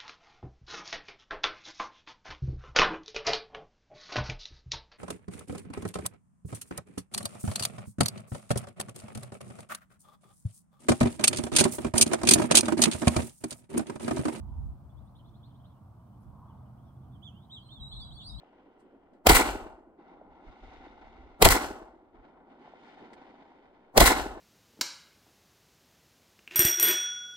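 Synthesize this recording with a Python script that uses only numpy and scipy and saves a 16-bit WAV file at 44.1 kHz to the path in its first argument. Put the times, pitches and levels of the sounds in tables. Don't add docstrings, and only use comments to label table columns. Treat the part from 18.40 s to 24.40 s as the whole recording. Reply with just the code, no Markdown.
import sys
import numpy as np
from scipy import signal
from scipy.fft import rfft, irfft, next_fast_len
from scipy.io import wavfile
from scipy.ndimage import uniform_filter1d

SR = 44100
rng = np.random.default_rng(int(sys.argv[2]) if len(sys.argv) > 2 else 0)


def inscribe(sig):
    pcm = np.round(np.clip(np.atleast_2d(sig).T, -1, 1) * 32767)
    wavfile.write(sys.argv[1], SR, pcm.astype(np.int16))


N = 264600
PREROLL_S = .06
EVENT_TIME_S = np.arange(3 * SR) / SR - PREROLL_S

# (time [s], blast gain [dB], slide [dB], near wash gain [dB], rumble [dB], roll gain [dB], roll stretch [x])
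SHOTS = [(-2.15, -1.0, -20, 0, -40, -1.3, .97), (.8695, -.3, -13, .8, -38, 0, .99),
         (3.0245, -.1, -6, -1.8, -48, .3, 1.02), (5.5780, 0.2, -14, .7, -40, 0.1, 1.0)]
# (delay [s], rise [s], fall [s], crack [dB], boom [dB], boom lag [s],
# boom rise [s], knock [dB], knock pitch [Hz], knock lag [s])
BLASTS = [
    [],
    [(0, .0022, .005, -9, -12, 0, .0042, -8, 560, .002),
     (.0265, .005, .009, -9.3, -10.3, .006, .008, -8, 780, .0105)],
    [(0, .0028, .006, -9, -11.5, .001, .006, -9, 450, .0055),
     (.0275, .0042, .0075, -7.5, -9.7, .0085, .0065, -6, 760, .0105)],
    [(0, .0034, .0058, -9, -12, .002, .0075, -8, 600, .0035),
     (.028, .005, .0085, -10.5, -11.3, .008, .009, -7.5, 680, .008)],
]
# (centre [Hz], width [Hz], gain [dB])
BLAST_RESONANCES = [
    [],
    [(150, 70, -4), (382, 70, 2.5), (530, 90, -3), (880, 50, -2), (1720, 100, 3), (1920, 80, -5),
     (2040, 70, 7), (3180, 50, 3), (3450, 200, -4), (4680, 250, 2), (6700, 500, -4), (8200, 600, -3)],
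    [(290, 50, -3), (405, 100, 3), (540, 70, -4), (880, 50, -3), (770, 100, 1.5), (958, 70, 3),
     (1200, 160, 2.5), (1560, 150, -4), (1860, 140, -7), (2040, 70, 5), (2480, 120, 2), (3190, 50, 3),
     (4400, 250, 3), (5800, 600, -4), (10800, 1800, 3)],
    [(335, 40, 2), (580, 70, 4), (725, 100, 3), (830, 50, -4), (1330, 180, -5), (1650, 150, -3),
     (2600, 200, -2), (3100, 300, -4), (3340, 50, 4), (3850, 200, -4), (4180, 100, 3), (7600, 500, -5),
     (9300, 300, 4)],
]
WASH_RESONANCES = [
    [],
    [(1700, 200, -3), (2330, 90, 6), (2780, 150, 2), (5500, 1200, -2), (8300, 1200, 2)],
    [(900, 100, -1.5), (1120, 60, 2), (2800, 500, -2), (3800, 400, -2), (5400, 600, 2)],
    [(740, 90, 2), (1040, 70, 2), (1200, 80, -3), (1750, 120, 3), (2130, 90, 3), (3900, 220, 5),
     (5250, 200, 3)],
]
# (centre [Hz], width [Hz], gain [dB])
ROLL_RESONANCES = [
    [(1800, 300, 3), (3050, 400, 6), (4300, 1200, -1)],
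    [(830, 120, 2), (1600, 150, -2), (2130, 170, 4.5), (2450, 200, -3.5), (3150, 250, -3.5),
     (3680, 300, 3.5), (6500, 500, 2)],
    [(1320, 200, -2), (1820, 160, 3), (2200, 200, 1.5), (2720, 260, -4.5), (3100, 200, 2), (3340, 200, -3),
     (3620, 220, 3.5), (4000, 150, -3), (5700, 300, -3)],
    [],
]
# (frequency [Hz], level [dB])
CRACK_SPECTRUM = [(300, -20), (1000, 0), (1500, -1), (2000, 1), (2700, 1.2), (4200, 0.5), (5500, -3.2),
                  (8500, -3.7), (12000, -5), (16000, -8)]
BOOM_SPECTRUM = [(60, -16), (130, -2), (200, .2), (280, -.5), (400, 1.2), (520, -2), (720, 2), (1050, -3),
                 (1250, -5.5), (1550, -14), (3000, -30)]
THUMP_SPECTRUM = [(8, -20), (22, -4), (36, -3), (48, 1), (64, -7.5), (115, -14.5), (220, -38), (500, -75)]
RUMBLE_SPECTRUM = [(8, -25), (25, -12), (38, -6), (46, 0), (58, -7), (75, -15), (110, -23), (220, -42),
                   (500, -75)]
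SLIDE_SPECTRUM = [(300, -20), (1500, -5), (2500, -3), (3700, 3), (5500, -5), (8200, 0), (10000, -4),
                  (11500, 0), (16000, -7)]
GRIP_SPECTRUM = [(400, -10), (900, 0), (1800, 1), (2500, -8), (4500, -11), (7000, -22), (8500, -17),
                 (10000, -28), (16000, -40)]

# (delay [s], rise [s], relative level [dB], fade [dB/s], treble [dB])
NEAR_TREES = [(.048, .016, -24, 170, -3.5), (.085, .007, -25.5, 280, 0), (.096, .011, -24.3, 225, -1.5),
              (.13, .012, -23.5, 270, -9)]
LOWER_WOODS = [(.208, .04, -34, 104, -9), (.345, .025, -46, 88, -22)]
FAR_HILLSIDE = [(.73, .012, -60, 80, -21), (.83, .035, -59.5, 60, -19.5), (.95, .06, -60, 25, -30),
                (1.09, .04, -61, 50, -18), (1.23, .045, -58.5, 45, -13), (1.46, .09, -57, 28, -10.3),
                (1.59, .03, -57, 90, -14), (1.82, .13, -59.5, 12.5, -13.7)]
# (frequency [Hz], level [dB])
TREES_SPECTRUM = [(60, -32), (150, -14), (215, -12), (275, -1), (340, -1), (410, -6.5), (470, -1.5),
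                  (620, -9), (830, 3), (920, -3), (1010, -.5), (1200, -7), (1330, -6), (1440, -2),
                  (1600, -8), (1750, -4.5), (2000, -3.5), (2300, -6.5), (2550, -10.5), (3200, -13),
                  (3900, -10.5), (4800, -14), (6500, -14.5), (9500, -13), (12000, -16.5), (16000, -24)]
WOODS_SPECTRUM = [(60, -32), (150, -15), (325, 2.5), (470, -3), (600, -2), (850, 0), (1300, -6), (1500, -4),
                  (1850, -7.3), (2250, -13.3), (2800, -7), (3300, -13), (4300, -12), (5400, -15),
                  (6500, -14), (8500, -15.5), (12000, -18), (16000, -25)]
HILLSIDE_SPECTRUM = [(60, -40), (130, -12), (220, -1), (290, 3), (420, -5), (520, -5), (600, -9),
                     (790, -.3), (1020, -5), (1200, -10.5), (1380, -9.8), (1700, -15), (2150, -16.3),
                     (2800, -19), (3700, -24), (5000, -32), (6700, -41), (7700, -51), (8500, -50),
                     (16000, -76)]
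# (delay [s], level [dB])
ROCK_FACES = [(.053, -19), (.141, -21), (.217, -29), (.286, -29.5), (.396, -36), (.516, -49), (.723, -45.5),
              (1.603, -45)]
CLOSE_STONES = [(.0014, -17), (.0046, -15), (.0079, -15)]

# (time [s], level [dB], fall [s])
HANDLING_CLICKS = [(.735, -72, .025), (4.733, -50.5, .009)]
# (time [s], level [dB], pitch [Hz])
FAR_KNOCKS = [(.035, -47, 700), (1.8165, -39.5, 640), (2.468, -45, 650), (4.279, -42, 760),
              (4.338, -41, 720), (4.943, -44.5, 740), (5.058, -46.5, 780), (5.12, -48, 760)]
# (time [s], rise [s], level [dB])
VALLEY_SWELLS = [(.275, .02, -61), (.455, .012, -59), (.545, .02, -58.5), (.74, .015, -56.5),
                 (1.49, .015, -58), (4.625, .012, -50.5), (4.72, .012, -57)]
# (time [s], rise [s], level [dB], fade [dB/s])
GUSTS = [(1.91, .03, -60, 250), (2.09, .018, -50, 250), (2.24, .012, -50.5, 130), (2.42, .04, -61, 90),
         (2.68, .04, -57, 70), (2.81, .015, -53, 170), (3.79, .02, -63, 130)]
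# (frequency [Hz], level [dB])
RUSTLE_SPECTRUM = [(2000, -20), (4500, -3), (7000, -5), (8100, 0), (9600, 1), (11000, -10), (16000, -25)]
HUSH_SPECTRUM = [(10, -25), (60, -16), (130, -13), (280, 0), (520, -1.5), (800, -6.5), (1250, -16),
                 (2100, -27), (3000, -33), (4000, -44), (8000, -50), (16000, -54)]
SWELL_SPECTRUM = [(100, -30), (180, -12), (280, 3), (380, -3), (480, -5), (700, -15), (1500, -32),
                  (4000, -60)]
BUFFET_SPECTRUM = [(10, -12), (30, 0), (60, -2), (120, -16), (300, -42), (800, -80)]

# (frequency [Hz], coherence [0-1], left minus right [dB])
PORT_MATCH = [(60, .74, .3), (200, .8, -.3), (330, .92, -1), (650, .68, 1.2), (1000, .8, -.3),
              (1900, .55, 2), (3000, .3, .3), (5700, .35, -5), (7500, .55, -.3), (9000, .92, .1),
              (16000, .9, .1)]
# (frequency [Hz], lead [s])
PORT_LEAD = [(60, .0002), (330, .00006), (700, .00014), (1400, .0001), (2000, .00012), (2400, .00019),
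             (5700, .00025), (9000, .000257), (16000, .00026)]
# (centre [Hz], width [Hz], gain [dB])
HOUSING_RESONANCES = [(345, 70, 2), (770, 120, 2.5), (880, 40, -2), (963, 60, 3), (1200, 100, -2),
                      (1420, 90, 4), (1620, 110, -1.5), (2020, 120, 3.5), (2320, 100, 2.5), (3185, 70, 4),
                      (8100, 500, 2.5)]


def pistol():
    out, near = np.zeros((2, N)), near_wash()
    for i, (at_s, blast_db, slide_db, wash_db, rumble_db, roll_db, stretch) in enumerate(SHOTS):
        blast = amp(blast_db) * ring(muzzle_blast(BLASTS[i]), BLAST_RESONANCES[i])
        clack = amp(slide_db) * slide()
        push = amp(blast_db) * gas_push(rumble_db)
        wash = amp(wash_db) * ring(near, WASH_RESONANCES[i])
        roll = amp(roll_db) * ring(far_roll(stretch), ROLL_RESONANCES[i])
        for layer in (blast, clack, push, wash, roll):
            add(out, at_s - PREROLL_S, layer)
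    return out


def muzzle_blast(blasts):
    out = amp(-4) * burst(CRACK_SPECTRUM, delay_s=0, rise_s=.0002, fall_s=.0004)
    for (delay_s, rise_s, fall_s, crack_db, boom_db, boom_lag_s, boom_rise_s,
         knock_db, knock_hz, knock_lag_s) in blasts:
        crack = burst(CRACK_SPECTRUM, delay_s, rise_s, fall_s, coherence=.8)
        boom = burst(BOOM_SPECTRUM, delay_s + boom_lag_s, boom_rise_s, 1.2 * fall_s, coherence=.9)
        out += amp(crack_db) * crack + amp(boom_db) * boom
        add(out, delay_s + knock_lag_s, amp(knock_db) * knock(knock_hz))
    return out


def knock(pitch_hz, width_cycles=1.3, sag_octaves_per_cycle=.25, right_lead_s=.00013):
    cycles = (EVENT_TIME_S[:SR // 4] + np.array([[0], [right_lead_s]])) * pitch_hz
    sag = np.log(2) * sag_octaves_per_cycle
    turns = (1 - np.exp(-sag * np.clip(cycles, -10, 10))) / sag
    return np.exp(-(cycles / width_cycles) ** 2) * np.sin(2 * np.pi * turns)


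def gas_push(rumble_db, return_s=.1):
    t = EVENT_TIME_S
    direct = amp(-17.5 + swell_db(t, at_s=.022, rise_s=.012, fade_db_per_s=550, hold_s=.034))
    returned = amp(-22 + swell_db(t, return_s, rise_s=.012, fade_db_per_s=550))
    rumble = amp(rumble_db + swell_db(t, at_s=.25, rise_s=.11, fade_db_per_s=90))
    rumble *= np.clip(t / return_s, 0, 1)
    return shaped(THUMP_SPECTRUM, np.hypot(direct, returned)) + shaped(RUMBLE_SPECTRUM, rumble)


def slide():
    return burst(SLIDE_SPECTRUM, delay_s=.0642, rise_s=.0003, fall_s=.0007)


def near_wash():
    foliage = dict(clump_db=1.6, clumps_per_s=110, knee_hz=1450, ref_treble_db=-4)
    trees = scatter(NEAR_TREES, TREES_SPECTRUM, hollow_db=2.6, hollow_s=.04, **foliage)
    woods = scatter(LOWER_WOODS, WOODS_SPECTRUM, hollow_db=2.3, hollow_s=.1, **foliage)
    return stone_ripple(amp(4.8) * (trees + woods)) + rock_echoes()


def rock_echoes(crag_count=26, crag_db=-52, fade_db_per_s=2.5, spread_db=2):
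    out, thud = np.zeros((2, len(EVENT_TIME_S))), knock(pitch_hz=325)
    crags = [(delay_s, crag_db - fade_db_per_s * delay_s + spread_db * rng.standard_normal())
             for delay_s in rng.uniform(.3, 2.6, crag_count)]
    for delay_s, level_db in ROCK_FACES + crags:
        add(out, delay_s, amp(level_db) * thud)
    return out


def far_roll(stretch):
    nearest_s = FAR_HILLSIDE[0][0]
    slopes = [(nearest_s + stretch * (delay_s - nearest_s), *rest) for delay_s, *rest in FAR_HILLSIDE]
    roll = scatter(slopes, HILLSIDE_SPECTRUM, clump_db=2.4, clumps_per_s=60, knee_hz=1500,
                   ref_treble_db=-15, hollow_db=2.4, hollow_s=.2)
    return amp(2.4) * stone_ripple(roll)


def scatter(slopes, spectrum, clump_db, clumps_per_s, knee_hz, ref_treble_db, hollow_db, hollow_s):
    hz, t, bins = signal.stft(noise(spectrum, len(EVENT_TIME_S)), SR, nperseg=256)
    hz, t = hz[:, None], t - PREROLL_S
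    treble_weight = hz ** 6 / (hz ** 6 + knee_hz ** 6) * (hz / 4200) ** .42
    knots_s = np.arange(0, t[-1], 1 / clumps_per_s)
    clumps = np.interp(t, knots_s, rng.standard_normal(len(t))[:len(knots_s)])
    power = 0
    for delay_s, rise_s, level_db, fade_db_per_s, treble_db in slopes:
        dulling_db = .45 * fade_db_per_s * np.maximum(t - delay_s, 0)
        tilt_db = treble_weight * (treble_db - ref_treble_db - dulling_db)
        power += amp(level_db + swell_db(t, delay_s, rise_s, fade_db_per_s) + tilt_db) ** 2
    hollow_frames = max(round(hollow_s / (t[1] - t[0])), 1)
    hollow = unit_rms(uniform_filter1d(rng.standard_normal(bins.shape), hollow_frames, axis=1))
    colour_db = hollow_db * hollow * np.minimum(2 * treble_weight, 1)
    flicker_db = clump_db * clumps / (1 + treble_weight)
    bins = bins * np.sqrt(power) * amp(flicker_db + colour_db)
    return signal.istft(bins, SR, nperseg=256)[1][:, :len(EVENT_TIME_S)]


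def stone_ripple(x):
    out = x.copy()
    for delay_s, level_db in CLOSE_STONES:
        add(out, delay_s, amp(level_db) * x)
    return out * x.std() / out.std()


def handling():
    out = np.zeros((2, N))
    for at_s, level_db, fall_s in HANDLING_CLICKS:
        add(out, at_s - PREROLL_S, amp(level_db) * burst(GRIP_SPECTRUM, 0, fall_s / 20, fall_s))
    rustle = burst(RUSTLE_SPECTRUM, delay_s=0, rise_s=.008, fall_s=.02)
    add(out, .402 - PREROLL_S, amp(-77) * rustle)
    return out


def far_knocks():
    out = np.zeros((2, N))
    for at_s, level_db, pitch_hz in FAR_KNOCKS:
        add(out, at_s - PREROLL_S, amp(level_db) * knock(pitch_hz))
    return out


def valley_air(hush_db=-63.5):
    t = np.arange(N) / SR
    swells = sum(amp(level_db + swell_db(t, at_s, rise_s, fade_db_per_s=190))
                 for at_s, rise_s, level_db in VALLEY_SWELLS)
    return amp(hush_db) * noise(HUSH_SPECTRUM, N) + swells * noise(SWELL_SPECTRUM, N)


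def wind(calm_db=-76, flutter_db=2.2, flutter_step_s=.07):
    t = np.arange(N) / SR
    knots_s = np.arange(0, t[-1], flutter_step_s)
    flutter = amp(flutter_db * np.interp(t, knots_s, rng.standard_normal(len(knots_s))))
    gusts = sum(amp(level_db + swell_db(t, at_s, rise_s, fade_db_per_s))
                for at_s, rise_s, level_db, fade_db_per_s in GUSTS)
    return (amp(calm_db) + gusts) * flutter * noise(BUFFET_SPECTRUM, N)


def noise(spectrum, size, coherence=1):
    hz = np.fft.rfftfreq(size, 1 / SR)
    left, independent = np.exp(2j * np.pi * rng.random((2, len(hz))))
    shared = np.clip(coherence * lookup(PORT_MATCH, hz), 0, 1)
    right = shared * left + np.sqrt(1 - shared ** 2) * independent
    right *= np.exp(2j * np.pi * hz * lookup(PORT_LEAD, hz))
    balance = amp(lookup(PORT_MATCH, hz, column=2) / 2)
    bins = np.array([left * balance, right / balance]) * amp(lookup(spectrum, hz))
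    return unit_rms(irfft(bins, size))


def shaped(spectrum, envelope, coherence=1):
    return unit_rms(noise(spectrum, len(envelope), coherence) * envelope) * np.sqrt(np.mean(envelope ** 2))


def burst(spectrum, delay_s, rise_s, fall_s, coherence=1):
    t = EVENT_TIME_S[:SR // 4] - delay_s
    return shaped(spectrum, np.exp(np.minimum(t / rise_s, -t / fall_s)), coherence)


def swell_db(t, at_s, rise_s, fade_db_per_s, hold_s=0):
    early_s, late_s = np.minimum(t - at_s, 0), np.maximum(t - at_s - hold_s, 0)
    return -10 / np.log(10) * (early_s / rise_s) ** 2 - fade_db_per_s * late_s


def ring(x, resonances):
    size = next_fast_len(x.shape[1] + SR // 10)
    hz, bins = np.fft.rfftfreq(size, 1 / SR), rfft(x, size)
    for centre_hz, width_hz, gain_db in resonances:
        bins *= 1 + (amp(gain_db) - 1) / (1 + 2j * (hz - centre_hz) / width_hz)
    return irfft(bins, size)[:, :x.shape[1]]


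def add(mix, at_s, sound):
    start = round(at_s * SR)
    sound = sound[:, max(-start, 0):]
    part = mix[:, max(start, 0):][:, :sound.shape[1]]
    part += sound[:, :part.shape[1]]


def lookup(table, hz, column=1):
    columns = np.transpose(table)
    return np.interp(np.log(hz + 1), np.log(columns[0] + 1), columns[column])


def amp(db):
    return 10 ** (np.asarray(db) / 20)


def unit_rms(x):
    return x / np.sqrt(np.mean(x ** 2) + 1e-20)


def scene():
    return pistol() + handling() + far_knocks() + valley_air() + wind()


def record(dry):
    coloured = ring(dry, HOUSING_RESONANCES)
    ceiling, edge_hz = amp(1.5), 15950
    rounded = ceiling * np.tanh(amp(-.8) * coloured / ceiling)
    lowpass = signal.firwin(511, edge_hz, window=("kaiser", 9), fs=SR)
    return signal.oaconvolve(rounded, lowpass[None], "same")


dry = scene()
out = record(dry)
inscribe(out)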